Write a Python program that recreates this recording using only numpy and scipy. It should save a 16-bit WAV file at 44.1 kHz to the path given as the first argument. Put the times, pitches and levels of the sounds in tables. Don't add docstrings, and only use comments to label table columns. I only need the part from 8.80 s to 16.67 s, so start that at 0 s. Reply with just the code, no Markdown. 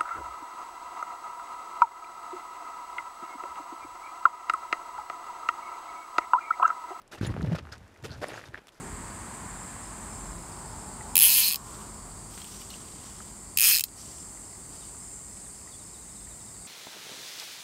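import sys
import numpy as np
from scipy import signal
from scipy.fft import rfft, irfft, next_fast_len
from scipy.io import wavfile
from scipy.ndimage import uniform_filter1d, minimum_filter1d

SR = 44100
rng = np.random.default_rng(int(sys.argv[2]) if len(sys.argv) > 2 else 0)


def unload_wav(signal):
    wavfile.write(
        sys.argv[1],
        SR,
        np.round(np.clip(np.atleast_2d(signal).T, -1, 1) * 32767).astype(np.int16),
    )


N = 347067


def amp(db):
    return 10 ** (np.asarray(db) / 20)


def noise():
    return rng.standard_normal(N)


def evened(x):
    return x / np.sqrt(np.mean(x ** 2) + 1e-20)


def add(mix, s, sound):
    part = mix[round(s * SR):][:len(sound)]
    part += sound[:len(part)]


def shaped(x, points):
    size = next_fast_len(len(x))
    f, db = np.transpose(points)
    hz = np.arange(size // 2 + 1) * SR / size + 1
    gain = amp(np.interp(np.log(hz), np.log(f), db, -100, -100))
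    return irfft(rfft(x, size) * gain, size)[:len(x)]


def ring(x, hz, width):
    turn = np.exp(2j * np.pi * np.cumsum(hz * np.ones(x.shape[-1])) / SR)
    r = np.exp(-np.pi * abs(width) / SR)
    return 2 * (turn * signal.lfilter([1 - r], [1, -r], x / turn)).real


def ring_twice(x, hz, width):
    return ring(ring(x, hz, width), hz, width)


def drift(per_s):
    knots = evened(uniform_filter1d(rng.standard_normal(4000), 3))
    return np.interp(np.arange(N) / SR * per_s * 3 % 3999, np.arange(4000), knots)


def curve(rows):
    s, *columns = np.transpose(rows)
    return [np.interp(np.arange(N) / SR, s, c) for c in columns]


def blurred(x, wet_db, t60):
    t = np.arange(6000) / SR
    tail = amp(-60 * t / t60) * rng.standard_normal(6000)
    return x + amp(wet_db) * signal.oaconvolve(x, tail / np.linalg.norm(tail))[:N]


# (time [s], level [dB])
CHORUS = [(0, -51.5), (.9, -48.5), (1.48, -48.5), (1.58, -54), (1.75, -51), (2.3, -53), (2.95, -52),
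          (3.43, -56), (3.6, -51.5), (4.7, -53), (5.3, -48.5), (5.4, -47.5), (6.9, -49), (7.25, -53),
          (7.55, -49.5), (7.87, -49.5)]
# (body resonance [Hz], width of each of its two filters [Hz], relative level [dB],
#           tymbal click rate [per s])
CICADAS = [(6170, 170, -15, 480), (7210, 900, -14, 110), (7420, 460, -2, 160), (7980, 650, -5.5, 300),
           (8110, 190, -5, 230), (8520, 960, -3.5, 280), (9130, 850, -12.5, 310), (9260, 620, -30, 210),
           (11100, 490, -16, 190), (14900, 900, -23, 245)]
# (time [s], level [dB])
INSECT_DRONE = [(0, -66), (1.5, -71), (1.75, -63), (2.1, -64), (2.3, -67), (3.3, -66), (3.6, -62),
                (4.6, -65.5), (5.3, -62), (5.6, -69), (6.05, -61), (6.2, -73), (6.6, -70), (6.95, -61.5),
                (7.3, -73), (7.6, -70), (7.8, -62)]


def cicadas():
    t, chorus = np.arange(N) / SR, 0
    for hz, width, db, per_s in CICADAS:
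        clicks = 1 + 0.1 * np.cos(2 * np.pi * (per_s * t + 1.55 * drift(2.0)))
        song = evened(ring_twice(clicks * noise(), hz, width))
        chorus += amp(db + 3.0 * drift(4.2)) * song
    insect_drone = evened(ring_twice(noise(), 4640, 430))
    chorus_db, = curve(CHORUS)
    drone_db, = curve(INSECT_DRONE)
    return amp(chorus_db) * evened(chorus) + amp(drone_db + 1.2 * drift(30.)) * insect_drone


# (frequency [Hz], relative level [dB])
RUMBLE = [(18, -64), (28, -48), (35, -18), (45, 4), (62, -3), (100, -3.5), (134, -6), (204, -5),
          (289, -11.5), (404, -13), (516, -22), (700, -19.5), (1000, -28)]
# (frequency [Hz], relative level [dB])
ROAR = [(300, -29), (550, -5), (950, 2), (1300, -1.5), (2000, -14), (3000, -18.5), (4500, -18.5),
        (7000, -41)]
# (time [s], rumble level [dB], tyre roar level [dB])
ROAD = [(0, -40, -50), (.4, -45.5, -49), (2.3, -44.5, -50.5), (3.0, -46, -52), (3.7, -49, -56.5),
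        (5.3, -51, -59.5), (6.1, -51.5, -59), (7.2, -53, -61.5), (7.87, -51.5, -60)]
# (time [s], centre of its roar [Hz], roar level [dB], tyre hiss level [dB])
PASSING = [(0, 1006, -52.5, -52), (.5, 980, -49.5, -52.5), (1.1, 1017, -56, -54.5), (1.7, 947, -54, -61.5),
           (2.25, 853, -49.5, -65), (2.5, 951, -45.5, -58), (2.9, 1110, -51, -74), (3.4, 1101, -65.5, -76),
           (7.87, 1050, -89, -80)]


def traffic():
    rumble_db, roar_db = curve(ROAD)
    rumble = evened(shaped(noise(), RUMBLE)) * amp(rumble_db + .5 * drift(6.0))
    roar = evened(shaped(noise(), ROAR)) * amp(roar_db + .5 * drift(8.0))
    hz, passing_db, tyres_db = curve(PASSING)
    slow = ring_twice(rng.standard_normal((2, N)), 0, 300)
    phase = 2 * np.pi * np.cumsum(hz) / SR
    passing = evened(slow[0] * np.cos(phase) + slow[1] * np.sin(phase)) * amp(passing_db)
    tyres = evened(ring_twice(noise(), 1570, 1150)) * amp(tyres_db)
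    return rumble + roar + passing + tyres


# (frequency [Hz], relative level [dB])
AIR = [(180, -36), (300, -4), (502, -9), (1100, -14.5), (1480, -20.5), (2000, -11), (3240, -28),
       (5080, -11.5), (5610, -18.5), (7200, -1.5), (8360, 1), (10200, -12.5), (12900, -22.5), (15200, -24),
       (16000, -28)]
AIR_DB = -48


def air():
    return amp(AIR_DB) * evened(shaped(noise(), AIR))


# (time [s], length [s], scrape level [dB], hiss level [dB], fine treble level [dB]), levels at the start
STROKES = [(2.74, .36, -59.5, -60, -61), (3.493, 0.51, -56, -59, -58), (3.69, 0.2, -81, -54, -71),
           (3.875, 0.66, -58.5, -66, -68), (4.205, .25, -67, -64, -75), (5.153, .29, -62.5, -52.5, -65),
           (5.9, 0.23, -65, -76, -80)]
# (scrape, hiss, fine treble [dB per s])
STROKE_FADE_DB_PER_S = (-12, -30, -31)
STROKE_EDGE_S, IDLE_DB = 0.034, -66


def sliding():
    t, gain = np.arange(N) / SR, np.zeros((3, N))
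    fade = np.c_[list(STROKE_FADE_DB_PER_S)]
    for s, length, *levels_db in STROKES:
        edge = np.clip(np.minimum(t - s, s + length - t) / STROKE_EDGE_S, 0, 1)
        gain += edge * amp(np.c_[levels_db] + fade * np.clip(t - s, 0, length))
    return gain + np.c_[[amp(IDLE_DB), 0, 0]]


# (frequency [Hz], relative level [dB])
SLIDE = [(1000, 6), (2000, -10), (3000, 1.5), (4500, -2), (6000, 1), (9000, -15), (12000, -14),
         (16000, -25)]
# (time [s], peak level [dB], centre [Hz], width of the last filter [Hz])
TICKS = [(2.2084, -39.5, 1970, 500), (3.577, -35.5, 1600, 2200), (3.6044, -42, 2800, 1500),
         (3.617, -35, 3240, 2000), (3.645, -34.5, 2950, 1800), (3.8173, -37.5, 2980, 1790),
         (3.9035, -39, 4300, 900), (3.912, -38.5, 2900, 900), (3.94, -37.5, 2900, 700),
         (4.4019, -38.5, 1270, 500), (4.762, -47, 4950, 1200), (5.084, -38, 4000, 6000),
         (5.573, -47, 2020, 605), (5.73, -52, 1970, 500), (5.752, -49, 2020, 603), (6.035, -49, 3020, 1200),
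         (6.146, -45, 1240, 400), (6.225, -52, 2020, 500), (6.311, -54, 2150, 500), (6.52, -52, 1940, 500),
         (6.5694, -47.5, 2300, 900), (6.665, -51, 1850, 500), (6.8135, -53, 2500, 600),
         (6.8596, -47, 1100, 400), (6.874, -48, 1950, 500), (6.9, -53, 2000, 503), (7.471, -48, 1910, 600),
         (7.7644, -51, 1900, 500), (7.8496, -51, 2200, 700)]
# (time [s], peak level [dB])
FLICKS = [(2.9094, -47), (3.0694, -46), (3.6162, -36), (3.6436, -35), (3.8157, -36), (3.822, -40),
          (3.904, -35), (3.912, -39), (4.4608, -43), (4.5024, -44), (4.6982, -45), (5.1761, -40)]


def rustles_and_ticks():
    grain = noise() * amp(2.2 * drift(120.))
    scrape, hiss, treble = sliding()
    out = evened(shaped(grain, SLIDE)) * scrape
    out += evened(ring_twice(noise(), 5700, 1800)) * hiss * amp(2.0 * drift(70.))
    out += evened(ring_twice(grain, 13000, 5000)) * treble
    t = np.arange(800) / SR
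    for s, db, hz, width in TICKS:
        tone_and_noise = np.cos(2 * np.pi * hz * t) + 3.2 * rng.standard_normal(800)
        knock = tone_and_noise * np.exp(-t / 0.0036)
        tick = ring(ring(knock, hz, 2 * width), hz, width)
        add(out, s, amp(db) * tick / abs(tick).max())
    for s, db in FLICKS:
        flick = np.diff(rng.standard_normal(801)) * np.exp(-t / .0012)
        add(out, s, amp(db) * flick / abs(flick).max())
    return out


# (time [s], chirps, time from chirp to chirp [s], wing strokes a chirp, relative level [dB])
BOUTS = [(.79, 1, 0, 4, -60), (1.035, 1, 0, 4, -55), (1.309, 6, .1372, 4, -56), (2.27, 1, 0, 4, -57),
         (3.1, 1, 0, 5, -60), (4.3, 2, .3, 5, -60), (5.378, 9, .277, 6, -57)]


def crickets():
    out, t = np.zeros(N), np.arange(600) / SR
    chirps = [(s + k * gap, strokes, db) for s, count, gap, strokes, db in BOUTS for k in range(count)]
    for s, count, db in chirps:
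        chances = rng.standard_normal((8, 2))[:int(count)]
        for k, (pitch, loudness) in enumerate(chances):
            start_hz = 5370 + 40 * pitch
            stroke = np.sin(2 * np.pi * start_hz * t * (1 - 2.0 * t)) * np.hanning(600)
            add(out, s - .007 + k / 43, amp(db + 1.2 * loudness) * stroke)
    return blurred(out, -9, .1)


# (frequency [Hz], least width [Hz], relative level [dB])
REEL = [
    [(1740, 2300, 3)],
    [(2566, 120, 5.5)],
    [(3040, 42, 8.5), (3200, 73, -3)],
    [(4000, 150, 4.5), (4440, 75, 3.5)],
    [(4920, 175, 9), (5060, 240, 5.5)],
    [(11040, 360, 6)],
    [(11940, 190, 5), (12940, 140, 0), (14700, 160, -0.5), (14160, 360, -3), (15700, 120, -3)],
    [(6530, 660, -13), (6480, 400, -7.5), (7700, 100, -10), (8200, 120, -13), (8960, 80, 0)],
]
# (frequency [Hz], relative level [dB])
SNAP = [(700, -43), (1000, -34), (1830, -9), (2570, 2.5), (3700, -17), (4500, -5), (5700, -3.5), (7000, -6),
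        (10100, -16), (11400, -6.5), (15100, 0), (16200, -7)]
# (swell once a turn [dB], its loudest tooth, swell twice a turn [dB], its loudest tooth, drift [dB per turn])
PARTS = [(1.5, 16, 0.5, 13, -.6), (1.5, 32, 4.5, 21.7, .8), (3.5, 10.5, 1.5, 10, -1.5),
         (2.5, 27.6, 0.8, 6.1, 4), (1.5, 29, 3.5, 22.8, 2.5), (3.5, 7, 2, 13.5, -4.5),
         (1, 15, .6, 8.3, -2.5)]
TEETH_PER_TURN = 38.9
SPRING, LAST_RING_DB = 4, 8


def sieve(x, order, hz, kind="low"):
    return signal.sosfilt(signal.butter(order, hz, kind, fs=SR, output="sos"), x)


def pull(speed, rattle, first_tooth, grip_db):
    s, per_s = np.transpose(speed)
    clock = np.arange(s[0], s[-1], 1 / SR)
    passed = np.cumsum(np.interp(clock, s, per_s)) / SR
    count = round(passed[-1]) + 1
    hits = np.interp(np.arange(count), passed * (count - 1) / passed[-1], clock)
    modes = [(part, *mode) for part, group in enumerate(REEL) for mode in group]
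    chance = rng.standard_normal((count, len(modes) + 2))
    start, size = s[0] - .01, int((s[-1] - s[0] + .1) * SR)
    at = ((hits - start - .0011 + .000008 * chance[:, 0]) * SR).astype(int)

    tooth, step = first_tooth + np.arange(count), 2 * np.pi / TEETH_PER_TURN
    turned = np.arange(count) / TEETH_PER_TURN
    parts_db = []
    for db, (once_db, once, twice_db, twice, drift_db) in zip(grip_db, PARTS):
        swell_db = once_db * np.cos(step * (tooth - once)) + twice_db * np.cos(2 * step * (tooth - twice))
        parts_db.append(db + swell_db + drift_db * turned)
    parts_db.append(0)
    parts_db[SPRING][-1] += LAST_RING_DB
    gap_db = 1.34 * np.log10(np.minimum(np.gradient(hits), .014) / 0.004)
    size_db = np.interp(hits, *np.transpose(rattle)) + gap_db + 0.25 * chance[:, 1]

    t = np.arange(400) / SR
    slip = np.exp(-t / 0.0012)
    strike = np.exp(-((t - .0012) / 0.00048) ** 2)
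    blow = slip + strike + 0.3 * (t > .0012) * np.exp(-(t - .0012) / 0.0024)
    habit = np.zeros(400)
    habit[[2, 53]] = np.linalg.norm(blow) * np.array([.4, .9])

    def strikes(db, alike):
        train = np.zeros(size)
        train[at] = amp(db)
        fresh = signal.oaconvolve(train, blow)[:size] * rng.standard_normal(size)
        return alike * signal.oaconvolve(train, habit)[:size] + np.sqrt(1 - alike ** 2) * fresh

    clean = sieve(strikes(size_db, .85), 2, 4800)
    rough = sieve(strikes(size_db, .4), 2, 4800, "high")
    handle_top_hz = 2150
    out = amp(9.0) * sieve(shaped(clean + rough, SNAP), 6, handle_top_hz, "high")
    for k, (part, hz, width, db) in enumerate(modes):
        alike = np.clip(1.3 - hz / 9000, .2, .87) if part else .6
        drive = strikes(size_db + parts_db[part] + 2.0 * (1.3 - alike) * chance[:, k + 2], alike)
        bend_hz = 70 * np.interp(np.arange(size), np.linspace(0, size, 9), rng.standard_normal(9))
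        rung = amp(db + 17) * ring(drive, hz + bend_hz, max(width, 120 + hz / 40))
        out += rung if part == 0 else sieve(rung, 6, handle_top_hz, "high")
    return start, sieve(out, 4, 1200, "high")


# (time [s], gear teeth [per s])
SPEED = [
    [(2.3564, 86.1), (2.39, 92.2), (2.43, 173.5), (2.49, 244.8), (2.53, 273.6), (2.575, 307.5), (2.63, 288),
     (2.68, 214.2), (2.72, 137.4), (2.7586, 56.3)],
    [(4.7739, 69.8), (4.81, 112.3), (4.85, 199.6), (4.89, 257.4), (4.92, 225.3), (4.96, 160.3),
     (4.99, 97.2), (5.012, 58.6), (5.0394, 0)],
]
# (time [s], relative level [dB])
RATTLE = [
    [(2.357, -25), (2.43, -24.5), (2.49, -25.5), (2.585, -27.5), (2.67, -29.5), (2.72, -29.5), (2.76, -34)],
    [(4.775, -25), (4.855, -22), (4.933, -24), (5.013, -25.5), (5.04, -25.5)],
]
FIRST_TOOTH = [0.1, 31.8]
# (handle, frame, foot, spool, pawl spring, rim, cage [dB])
GRIPS = [(-26, -14.5, -6, -10, -19.5, 2, 1), (-22, -12.5, -12, -12.5, -15.5, -7, -5)]


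def reel():
    direct = np.zeros(N)
    for row in zip(SPEED, RATTLE, FIRST_TOOTH, GRIPS):
        add(direct, *pull(*row))
    t = np.arange(3000) / SR
    bank = amp(-32.5 - 60 * t / 0.06) * rng.standard_normal(3000) * (t > .002)
    ground = amp(-26) * np.exp(-((t - .0048) / 0.000065) ** 2) * rng.standard_normal(3000)
    return direct + signal.oaconvolve(direct, bank + ground)[:N]


# (time [s], nominal length [s], start [Hz], end [Hz], relative level [dB])
BIRD = [(6.005, 0.027, 4000, 3500, -58), (6.646, 0.031, 4000, 3320, -65), (6.917, 0.027, 3900, 3220, -59),
        (6.938, 0.024, 3380, 3550, -58), (7.182, .026, 3850, 4060, -63), (7.385, .026, 3850, 4300, -62),
        (7.408, 0.02, 3470, 3600, -60)]
# (time [s], notes, time from note to note [s])
TRILLS = [(6.99, 8, .0725), (7.59, 4, .075)]
# (nominal length [s], start [Hz], end [Hz], mean relative level [dB])
TRILL_NOTE = (.033, 4062, 3480, -63)


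def bird():
    out = np.zeros(N)
    *shape, mean_db = TRILL_NOTE
    notes = list(BIRD)
    for s, count, gap in TRILLS:
        notes += [(s + k * gap, *shape, mean_db + 2.5 * rng.standard_normal()) for k in range(count)]
    for s, length, start_hz, end_hz, db in notes:
        hz = np.linspace(start_hz, end_hz, int(1.17 * length * SR))
        whistle = np.sin(2 * np.pi * np.cumsum(hz) / SR) * signal.windows.tukey(len(hz), .4)
        add(out, s - .004, amp(db) * whistle)
    return amp(-2) * blurred(out, -2, .12)


def scene():
    return (cicadas() + traffic() + air() + rustles_and_ticks() + crickets() + reel() + bird())[None]


def record(dry):
    power_db = 10 * np.log10(abs(uniform_filter1d(dry[0] ** 2, size=900)) + 1e-12)
    over_db = np.clip(power_db + 29, 0, 14)
    held_db = -minimum_filter1d(-over_db, size=4001, origin=2000)
    gain_db = -.35 * signal.lfilter([.0006], [1, .0006 - 1], held_db)
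    level = dry * amp(gain_db)
    shelf = signal.firwin(511, 15720, window=("kaiser", 6), fs=SR)
    shelved = amp(-26) * level + signal.oaconvolve(level, shelf[None], "same")
    band_limit = signal.firwin(511, 16900, window=("kaiser", 9), fs=SR)
    return signal.oaconvolve(shelved, band_limit[None], "same")


dry = scene()
out = record(dry)
unload_wav(out)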